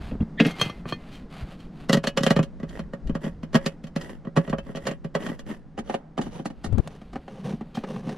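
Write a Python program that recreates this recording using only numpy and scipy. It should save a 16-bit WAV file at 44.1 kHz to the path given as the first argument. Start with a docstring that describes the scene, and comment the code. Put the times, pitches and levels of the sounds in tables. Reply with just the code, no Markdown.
"""A loose steel socket knocks on a nut spun by hand on the floor pan of a parked car; the thread scrapes
at each twist. First the driver lands on the carpet and the socket clinks onto it; a second nut follows
further off. Each blow is a crack and a chatter that ring tool and floor; each scrape is a stream of
tiny slips. The hand brushes the carpet, the arm bumps the camera and the cabin booms faintly."""
import sys
import numpy as np
from scipy import signal
from scipy.fft import rfft, irfft
from scipy.io import wavfile
from scipy.ndimage import uniform_filter1d

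SR = 44100
rng = np.random.default_rng(int(sys.argv[2]) if len(sys.argv) > 2 else 0)


def dump(signal):
    """Clip the signal to [-1, 1] and save it as 16-bit WAV at the path in sys.argv[1]."""
    limited = np.clip(np.atleast_2d(signal).T, -1, 1)
    pcm = np.round(limited * 32767).astype(np.int16)
    wavfile.write(sys.argv[1], SR, pcm)


N = 360297
TIME = np.arange(N) / SR
GRIP_DETUNE = 0.03  # the fingers shift the high modes by about this fraction

# Swell of the low end as the body shifts: time_s, relative_db
BODY_SHIFT = [(0.0, -57), (6.3, -65.5), (6.55, -65), (7.87, -63.5), (8.17, -59)]


def near_nut():
    """The socket rocks and rubs on the first nut, ringing the floor pan and the hand-damped tool."""
    # Knocks: start_s, strength_db, hardness_db_per_octave, panel_db
    knocks = [(1.895, -24.5, 0.4, -0.5), (1.93, -21, 2, -5.5), (1.944, -26, 0, -2), (1.971, -29, -1, -3.5),
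              (2.04, -35.5, 1, 3.5), (2.072, -27.5, 2, -1), (2.174, -27.5, 2, 3.5),
              (2.207, -34.5, -1.5, -9), (2.234, -27, 1.5, -3.5), (2.265, -25, 1, 2),
              (2.306, -22.5, 0.1, -0.5), (2.364, -28.5, -1.3, 1), (2.391, -29.5, -3, 0.5),
              (2.43, -36.5, 0.2, -7), (2.6, -50.5, -2, 1.5), (2.631, -42.5, -3, -1.5),
              (2.692, -55.5, 3, -4), (2.793, -41, -0.9, 0), (2.935, -44.5, -1.7, 5.5),
              (3.073, -52.5, 1.5, -2), (3.095, -40, -4, -4), (3.152, -38, -2, 1), (3.24, -40.5, -1.5, -3),
              (3.265, -45.5, -4, 2.5), (3.432, -43, -2, -4.5), (3.532, -46.5, 0, 2.5),
              (3.545, -26, -1, -2.5), (3.553, -23.5, 0, 0), (3.662, -29, 0.93, -2.5),
              (3.84, -44, -1.4, -7.5), (3.87, -56.5, 2, 2.5), (3.962, -33.5, -1.1, -2),
              (4.013, -47, 2.5, 1), (4.25, -54, -3, 4), (4.271, -48.5, -5, 2), (4.365, -33, -0.5, 3),
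              (4.372, -27, -2.2, 0.5), (4.477, -45.5, -2, 4.5), (4.497, -37.5, -0.9, -5.5),
              (4.529, -39, -3.5, 8), (4.584, -41, 0, 1.5), (4.666, -57.5, -4, 5), (4.692, -55, -5.5, 7),
              (4.75, -45.5, -1.5, 4.5), (4.758, -46, 2, -2), (4.77, -42, 0, 1), (4.854, -45, -0.5, 0),
              (4.869, -37, 2, 7), (4.884, -38, -1, 1), (4.912, -42, -0.5, 2.5), (5.046, -42.5, -2.5, -1),
              (5.151, -33.5, 0.4, 7), (5.163, -51.5, -4, 16), (5.226, -49.5, 0.5, 5),
              (5.265, -42.5, 1.1, 4), (5.288, -44, 0, 2), (5.317, -47.5, -2.7, 1.5),
              (5.393, -48, 1.5, -0.5)]
    # Thread and fingers rub at each twist: start_s, length_s, relative_db
    twists = [(2.67, 0.12, -43), (3.2, 0.066, -37.5), (3.59, 0.089, -40.5), (3.97, 0.15, -40.5),
              (4.35, 0.12, -44), (4.62, 0.1, -48.5), (4.78, 0.14, -43), (5.17, 0.15, -36.5),
              (5.45, 0.076, -37)]
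    # Ring of the floor pan, and of the socket on its driver: pitch_hz, level_db, t60_s
    pan_modes = [(168.2, 9.5, 0.13), (242, 7.6, 0.019), (415.6, 6, 0.068), (554, 12.04, 0.14),
                 (643.4, 6.2, 0.064), (1120, 1.8, 0.18), (1176, 7.1, 0.07), (1315, 1.9, 0.096)]
    tool_modes = [(1675, 5, 0.18), (1907, 13, 0.058), (2910, 6, 0.14), (2997, 8.3, 0.077),
                  (3160, 6.3, 0.13), (2520, 6, 0.15), (3243, 6.7, 0.054), (4326, 7.9, 0.066),
                  (5400, 3.1, 0.06), (5460, 6.7, 0.12), (6520, 7.3, 0.041), (7250, 4.9, 0.059)]
    # Tone of the knock and of the rub: frequency_hz, gain_db
    knock_eq = [(53, -51.5), (90, -26.5), (157, -1.5), (231, 0.5), (347, -10), (555, -5), (928, -16),
                (1880, -14.5), (2950, -15.5), (3890, -28.5), (5250, -39), (9780, -51.5), (12200, -54.5),
                (15000, -75)]
    rub_eq = [(71, -53), (120, -8), (222, 5), (345, 0.5), (750, -9), (1190, -15), (1450, -17.5), (1910, -9),
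              (2300, -23.5), (3200, -19.5), (7000, -55), (12500, -76), (14500, -64)]
    modes = pan_modes + tool_modes
    knocking = blows(knocks, modes, knock_eq, registers_db=(5.5, 1.5, -4, -9.5), chatter_s=0.0023,
                     wash_t60=0.083, tail_db=-18, tail_t60=0.2, tail_hz=1500)
    return knocking + thread(twists, modes, rub_eq, hiss_db=-20, ring_db=-12, rattle_db=-6)


def far_nut():
    """The socket rocks and rubs on the second nut, further off: softer and duller."""
    # Knocks: start_s, strength_db, hardness_db_per_octave, panel_db
    knocks = [(5.778, -41, 0.5, 6), (5.788, -34, -0.1, -2), (5.897, -37, 0.6, 8.5), (5.942, -33, 0.7, 6.5),
              (6.178, -33.5, 1, 2), (6.19, -38, -4.5, 5), (6.215, -33, 1.5, -5.5), (6.267, -44, -3.5, -0.5),
              (6.396, -44, -3.5, 2.5), (6.456, -31, 0.9, -2), (6.502, -42, -1, -4), (6.643, -31, 1, -5.5),
              (6.662, -49, 3.5, 6.5), (7.016, -46, -0.5, -4), (7.132, -43, 0.2, -2),
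              (7.157, -37.5, -0.7, 4), (7.28, -46.5, 0.6, 5.5), (7.534, -48.5, -7.5, -4),
              (7.61, -41.5, -2.5, 0), (7.752, -43.5, 2, -1), (7.772, -34, -2, -1), (7.838, -39, 0, 4.5),
              (8.072, -37.5, -2.5, -9), (8.093, -40.5, 2, 2.5)]
    # Rub of each twist: start_s, length_s, relative_db
    twists = [(5.83, 0.11, -43.5), (6.18, 0.084, -41), (6.3, 0.089, -41.5), (6.78, 0.19, -50.5),
              (7.27, 0.14, -47), (7.42, 0.097, -36), (7.73, 0.21, -50), (7.86, 0.14, -43.5),
              (8.02, 0.13, -40.5)]
    # Ring of floor pan and tool: pitch_hz, level_db, t60_s
    modes = [(170, 2.5, 0.029), (227, 8.6, 0.094), (426.4, 7.9, 0.11), (543.5, 10.5, 0.1),
             (829, 1.9, 0.026), (1210, 10, 0.021), (1890, 6.3, 0.064), (2970, 12, 0.041), (4390, 5, 0.12)]
    # Tone of the knock and of the rub: frequency_hz, gain_db
    knock_eq = [(53, -44), (90, -16), (150, -1), (262, 8), (458, -12), (749, -5.5), (1100, -19.5),
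                (1700, -17.5), (2950, -24), (5250, -43), (9570, -54.5), (12500, -68), (15000, -78)]
    rub_eq = [(71, -48.5), (120, -2.5), (205, 6.5), (290, -8.5), (445, -3), (700, -10.5), (1230, -18),
              (1600, -17.5), (2400, -24.5), (3200, -22), (4400, -30.5), (6000, -26.5), (11000, -51.5),
              (14500, -54)]
    knocking = blows(knocks, modes, knock_eq, registers_db=(1.5, -1.5, -10.5, -19), chatter_s=0.0053,
                     wash_t60=0.074, tail_db=-21.5, tail_t60=1.0, tail_hz=1650)
    return knocking + thread(twists, modes, rub_eq, hiss_db=-25, ring_db=-8, rattle_db=-11)


def blows(hits, modes, eq, registers_db, chatter_s, wash_t60, tail_db, tail_t60, tail_hz,
          grain_db=1, detune=GRIP_DETUNE):
    """Steel strikes and chatters: a crack, clear modes, a fast-dying wash and a dull cabin tail."""
    # The four registers of a blow (thud, knock, clank, tick): low_hz, high_hz
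    registers = [(100, 380), (380, 1400), (1400, 4600), (4600, 15500)]
    octaves = np.log2(np.sqrt(np.prod(registers, axis=1)) / 1000)
    panel_share = np.array([0, 1, 0.5, 0])
    lead_in_s, hand_damping_db_per_s = 0.012, 177
    since_hit = np.arange(SR // 3) / SR - lead_in_s
    t, struck = np.maximum(since_hit, 0), since_hit >= 0
    attack = struck & (t < 0.025)
    fade = undb(-60 * np.maximum(t - chatter_s, 0) / wash_t60)
    crack = undb(-8) * signal.unit_impulse(len(t), np.argmax(struck))
    # a faint noise swells for 12 ms before each crack
    swell = np.where(struck, 1, undb(-6) * (1 + since_hit / lead_in_s) ** 2)
    swell = uniform_filter1d(swell, SR // 500)
    out = np.zeros(N)
    for start_s, strength_db, hardness_db, panel_db in hits:
        # the contact opens and closes about once a millisecond
        grain = undb(grain_db * np.repeat(noise(len(t)), SR // 1000)[:len(t)])
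        tail = band(noise(len(t)), (330, tail_hz), order=1) * undb(tail_db - 60 * t / tail_t60)
        tail = band(tail, 4460, "lowpass", order=2)  # carpet and seats soak up the top
        wash = swell * (noise(len(t)) * fade * grain + tail)
        ringing = ring(modes, t, scatter_db=4, detune=detune)
        body = colour(crack + wash / np.linalg.norm(wash) + ringing, eq)
        # a harder contact is brighter; a square one drives the floor panel and sounds hollower
        levels_db = strength_db + np.array(registers_db) + hardness_db * octaves + panel_db * panel_share
        for edges, level_db in zip(registers, levels_db):
            damping = undb(-t * hand_damping_db_per_s * min(edges[0] / 4600, 1))
            part = band(body, edges) * damping
            add(out, start_s - lead_in_s, part * undb(level_db) / np.std(part[attack]))
    return out


def thread(twists, modes, eq, hiss_db, ring_db, rattle_db):
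    """The turning nut catches and slips, ringing tool and pan; the ring shifts with the grip."""
    slips = friction(per_s=900, spread_db=0, smooth=1) * undb(2 * walk(90))
    slips = unit(slips + undb(rattle_db) * rattle())
    grip = walk(9)
    ringing = sum(share * resonate(slips, modes, GRIP_DETUNE) for share in (np.cos(grip), np.sin(grip)))
    return strokes(twists, slips + undb(ring_db) * ringing, eq, hiss_db, taper=0.2) * undb(-4)


def rattle(per_s=55, t60_s=0.013):
    """The loose socket ticks dully at uneven intervals, each tick a brief chatter."""
    gap, force = rng.random((2000, 2)).T
    onsets = (np.cumsum(2 * gap) / per_s * SR).astype(int)
    taps = np.zeros(N)
    taps[onsets[onsets < N]] = undb(8 * force[onsets < N])
    envelope = signal.fftconvolve(taps, undb(-60 * TIME[:SR // 10] / t60_s))[:N]
    return unit(band(envelope * noise(), 5000, "lowpass", order=2))


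def tool_drops():
    """Socket and driver land on the carpeted floor: a low thud under ringing steel."""
    # Landings: start_s, strength_db, hardness_db_per_octave, panel_db
    landings = [(0.113, -47, -2.5, 11.5), (0.206, -38, -3, -7), (0.401, -18, 2, 6.5), (0.45, -26, 2.5, 0.5),
                (0.457, -27.5, 0.5, 5)]
    # Ring of floor and steel: pitch_hz, level_db, t60_s
    modes = [(172.8, 27.5, 0.14), (220, 25.5, 0.13), (505, 1, 0.23), (1651, 13, 0.11), (1880, 9, 0.099),
             (2120, 25.5, 0.97), (2580, 16.5, .05), (2780, 14, 0.035), (3270, 15, 0.084)]
    # Tone of a landing: frequency_hz, gain_db
    eq = [(53, -82), (90, -24), (231, -8), (298, -0.5), (339, -27.5), (448, -10), (852, -31), (3280, -34),
          (15000, -83)]
    return blows(landings, modes, eq, registers_db=(8.5, -4, -9.5, -23.5), chatter_s=0.007,
                 wash_t60=0.1, tail_db=-36, tail_t60=0.11, tail_hz=2540, grain_db=0, detune=0.0054)


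def socket_on_driver():
    """The deep socket clinks against the driver and sings as steel drags over steel."""
    # Clinks: start_s, strength_db, hardness_db_per_octave, panel_db
    clinks = [(0.467, -54, 3.5, -2), (0.511, -60.5, 5, -3), (0.598, -49, 1.5, 4), (0.614, -31, 0.5, -1),
              (0.66, -42.5, -3.5, -6.5), (0.697, -48, -3, 1), (0.856, -56.5, -7.5, 8),
              (0.924, -42.5, -2.5, 5)]
    # Drags: start_s, length_s, level_db
    drags = [(0.47, 0.041, -48.5), (0.56, 0.09, -41), (0.875, 0.022, -35.5), (1.1, 0.053, -47.5),
             (1.585, 0.021, -48), (7.74, 0.018, -35.5)]
    # Ring of the socket: pitch_hz, level_db, t60_s
    modes = [(1187, 17, 0.04), (1798, 15, 0.12), (2060, 24, 0.55), (2482, 28, 0.12), (2616, 18, 0.16),
             (3208, 28, 0.08), (4290, 27, 0.09), (5620, 15, 0.15), (6261, 19, 0.1), (11160, 18, 0.027)]
    # Tone of the socket: frequency_hz, gain_db
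    eq = [(53, -46), (90, -5.5), (164, 3), (870, -27), (1130, -23), (3280, -17.5), (15000, -45)]
    clinking = blows(clinks, modes, eq, registers_db=(2.5, 4.5, 8.5, -1.5), chatter_s=0.0032,
                     wash_t60=0.07, tail_db=-28, tail_t60=0.22, tail_hz=2510, grain_db=2, detune=0.003)
    slips = friction(per_s=1500, spread_db=0, smooth=0.5)
    singing = slips + undb(-16.5) * resonate(slips, modes)
    return clinking + strokes(drags, singing, eq, hiss_db=-47, taper=0.67)


def landing_swell(start_s=0.37, length_s=0.035, level_db=-33):
    """A brief narrow-band noise near 1.9 and 3.4 kHz swells into the loudest landing."""
    # Bands of the swell: low_hz, high_hz, relative_db
    noise_bands = [(1800, 2050, 0), (3250, 3650, -9)]
    count = int(length_s * SR)
    narrow = sum(undb(db) * unit(band(noise(), (low, high), order=2)) for low, high, db in noise_bands)
    swell = np.linspace(0, 1, count) ** 2 * signal.windows.tukey(count, 0.2)
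    out = np.zeros(N)
    add(out, start_s, undb(level_db) * unit(narrow[-count:] * swell))
    return out


def carpet_brush():
    """Hand, steel and arm brush the carpet fibres with wandering pressure."""
    # Slides: start_s, length_s, level_db
    slides = [(-0.12, 0.24, -48.5), (0.38, 0.13, -39.5), (0.53, 0.15, -41.5), (0.66, 0.16, -58.5),
              (0.85, 0.047, -42), (0.95, 0.27, -56), (1.28, 0.15, -48.5), (1.44, 0.11, -53),
              (1.56, 0.097, -59), (1.7, 0.16, -57.5)]
    # Tone of the pile: frequency_hz, gain_db
    eq = [(240, -36), (400, -6), (725, 6.5), (948, -3), (1130, 2), (1750, -4), (2770, -4), (4800, -11),
          (6460, -41), (14000, -88.5)]
    arm_creep = (6.26, 2.4, -65)  # one long, faint slide
    fibres = friction(per_s=2500, spread_db=2, smooth=0.8) * undb(1.3 * walk(28))
    return strokes(slides + [arm_creep], fibres, eq, hiss_db=-18, taper=0.42)


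def arm_bumps():
    """Dull shoves reach the microphones through the camera body, mostly on the left."""
    # Shoves: start_s, length_s, level_db, left_over_right_db
    shoves = [(0.118, 0.05, -33.5, 0), (0.198, 0.041, -27, 0), (1.405, 0.057, -35, 0),
              (3.025, 0.15, -32.5, 4), (6.657, 0.071, -36, 12), (6.712, 0.061, -26.5, 16),
              (6.771, 0.04, -25.5, 20)]
    out = np.zeros((2, N))
    for start_s, length_s, level_db, left_db in shoves:
        rumble = band(noise(), 6.1 / length_s, "lowpass", order=2)  # the shorter, the brighter
        rumble = band(rumble, 11, "highpass", order=2)
        count = int(length_s * SR)
        shove = unit(rumble[-count:] * signal.windows.tukey(count, 0.5))
        add(out, start_s, undb([[level_db + left_db / 2], [level_db - left_db / 2]]) * shove)
    return out


def housing_ticks(t60_s=0.028):
    """The arm catches on the camera's housing: dry snaps with no ring."""
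    # Snaps: start_s, level_db
    snaps = [(6.727, -42), (6.782, -34), (6.875, -37.5)]
    # Tone of the housing: frequency_hz, gain_db
    eq = [(200, 7), (600, 11), (2000, -7.5), (5000, -13), (9000, -17), (13000, -35), (15500, -40)]
    out, t = np.zeros(N), TIME[:SR // 30]
    for start_s, level_db in snaps:
        snap = colour(noise(len(t)) * undb(-60 * t / t60_s), eq)
        add(out, start_s, undb(level_db) * snap / np.std(snap[:SR // 100]))
    return out


def handling_rumble():
    """Low, restless rumble as the camera is moved."""
    return unit(band(noise(), (26, 70), order=2)) * undb(curve(BODY_SHIFT) + 8 + 11 * np.tanh(walk(10)))


def cabin_boom():
    """The car's interior booms faintly and swells a little as the body shifts."""
    # Tone of the cabin: frequency_hz, gain_db
    eq = [(25, -0.5), (105, -17.5), (160, 1), (230, -4.5), (330, -13), (550, -20), (1000, -28),
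          (1900, -34.5), (2400, -42.5), (5000, -48), (10000, -61.5), (14000, -77.5)]
    shift_db = curve(BODY_SHIFT)
    swell_db = 0.91 * (shift_db - shift_db.mean())
    return unit(colour(noise(), eq)) * undb(-46 + swell_db + 0.25 * walk(5.3))


def stereo_side(x, lead_s, scatter_db, pocket_db):
    """Side signal: the right hears x first, panels scatter it, and a hollow dulls the left."""
    t = TIME[:SR // 40]
    echoes = noise(len(t)) * undb(-60 * t / 0.04) * (t > 0.002)
    scattered = signal.fftconvolve(x, echoes / np.linalg.norm(echoes))[:N]
    scattered = colour(scattered, [(150, -14), (600, -3), (2200, -2), (4500, 1), (9000, 9), (13000, 12)])
    late, early = (np.interp(TIME + shift, TIME, x) for shift in (-lead_s / 2, lead_s / 2))
    hollow = undb(-14) * band(x, (230, 380), order=1) - band(x, (760, 1127), order=1)
    return (late - early) / 2 + undb(scatter_db) * scattered + undb(pocket_db) * hollow


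def friction(per_s, spread_db, smooth):
    """Dense tiny slips of uneven size over a smooth hiss."""
    size = undb(spread_db * np.minimum(rng.exponential(size=N), 4))
    slips = (rng.random(N) < per_s / SR) * noise() * size
    return unit(unit(slips) + smooth * noise())


def strokes(moves, slips, eq, hiss_db, taper, release_s=0.028):
    """Friction swells and fades with each movement: a coloured scrape with a fine hiss on top."""
    scrape = colour(slips, eq)
    scrape /= np.std(band(scrape, (400, 4000)))
    hiss = band(slips, (4500, 12500), order=5)
    hiss = unit(band(hiss, 7600, "lowpass", order=1))
    envelope = np.zeros(N)
    for start_s, length_s, level_db in moves:
        swell = undb(level_db) * signal.windows.tukey(int(length_s * SR), taper)
        add(envelope, max(start_s, 0), swell[int(max(-start_s, 0) * SR):])
    envelope = band(envelope, 1 / (2 * np.pi * release_s), "lowpass", order=1)
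    return envelope * (scrape + undb(hiss_db) * hiss)


def ring(modes, t, scatter_db=0, detune=0):
    """Damped modes, each peaking its dB above a flat response; the grip shifts the high ones most."""
    hz, db, t60 = np.transpose(modes)[:, :, None]
    decay = np.log(1000) / t60
    looseness = np.minimum(hz / 2000, 1)
    hz = hz * (1 + detune * looseness * noise(hz.shape))
    gain = undb(db + scatter_db * looseness * noise(db.shape)) * 2 * decay / SR
    return np.sum(gain * np.exp(-decay * t) * np.sin(2 * np.pi * hz * t), axis=0)


def resonate(x, modes, detune=0):
    """The ring that x wakes in the modes."""
    return signal.fftconvolve(x, ring(modes, TIME[:SR // 3], detune=detune))[:N]


def colour(x, eq, size=4096):
    """Minimum-phase equaliser through (Hz, dB) points."""
    hz, db = np.transpose(eq)
    bins_hz = np.arange(size // 2 + 1) * SR / size
    gain = undb(np.interp(np.log(bins_hz + 1), np.log(hz), db))
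    cepstrum = irfft(np.log(gain))
    cepstrum[1:size // 2] *= 2
    cepstrum[size // 2 + 1:] = 0
    return signal.fftconvolve(x, irfft(np.exp(rfft(cepstrum))))[:len(x)]


def band(x, hz, kind="bandpass", order=3):
    """Causal Butterworth filter."""
    return signal.sosfilt(signal.butter(order, hz, kind, fs=SR, output="sos"), x)


def walk(rate_hz):
    """Smooth random drift of rms 1."""
    hold = int(SR / rate_hz)
    steps = np.repeat(noise(N // hold + 1), hold)
    return unit(uniform_filter1d(uniform_filter1d(steps, hold), hold)[:N])


def noise(shape=N):
    """White noise."""
    return rng.standard_normal(shape)


def curve(points):
    """Straight lines through (time, value) points."""
    return np.interp(TIME, *np.transpose(points))


def add(out, start_s, x):
    """Mix x into out from start_s on."""
    i = int(start_s * SR)
    out[..., i:i + x.shape[-1]] += x[..., :N - i]


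def undb(db):
    """Decibels to gain."""
    return 10 ** (np.asarray(db) / 20)


def unit(x):
    """Scale to rms 1."""
    return x / np.sqrt(np.mean(x ** 2))


def scene():
    """Everything sits in the middle; the nuts and the rumble spread out, and the bumps lean left."""
    # The stereo image opens and closes: time_s, width_ratio
    width = [(1.7, 0), (2.3, .7), (3.5, 1), (6.85, 1), (7.0, 0)]
    tools = tool_drops() + socket_on_driver() + landing_swell()
    near, far = near_nut(), far_nut()
    mid = near + far + tools + carpet_brush() + housing_ticks() + handling_rumble() + cabin_boom()
    side = stereo_side(near, lead_s=20e-6, scatter_db=-5.5, pocket_db=-3)
    side += stereo_side(far, lead_s=30e-6, scatter_db=-3, pocket_db=-2)
    side += handling_rumble()  # part of the rumble shakes each microphone on its own
    side *= curve(width)
    return np.array([mid + side, mid - side]) + arm_bumps()


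def record(dry):
    """Soft saturation rounds the highest peaks; a steep low-pass cuts the top."""
    rounded = np.tanh(0.89 * dry) / 0.72
    return signal.sosfilt(signal.ellip(8, 0.2, 70, 15700, fs=SR, output="sos"), rounded)


dry = scene()
out = record(dry)
dump(out)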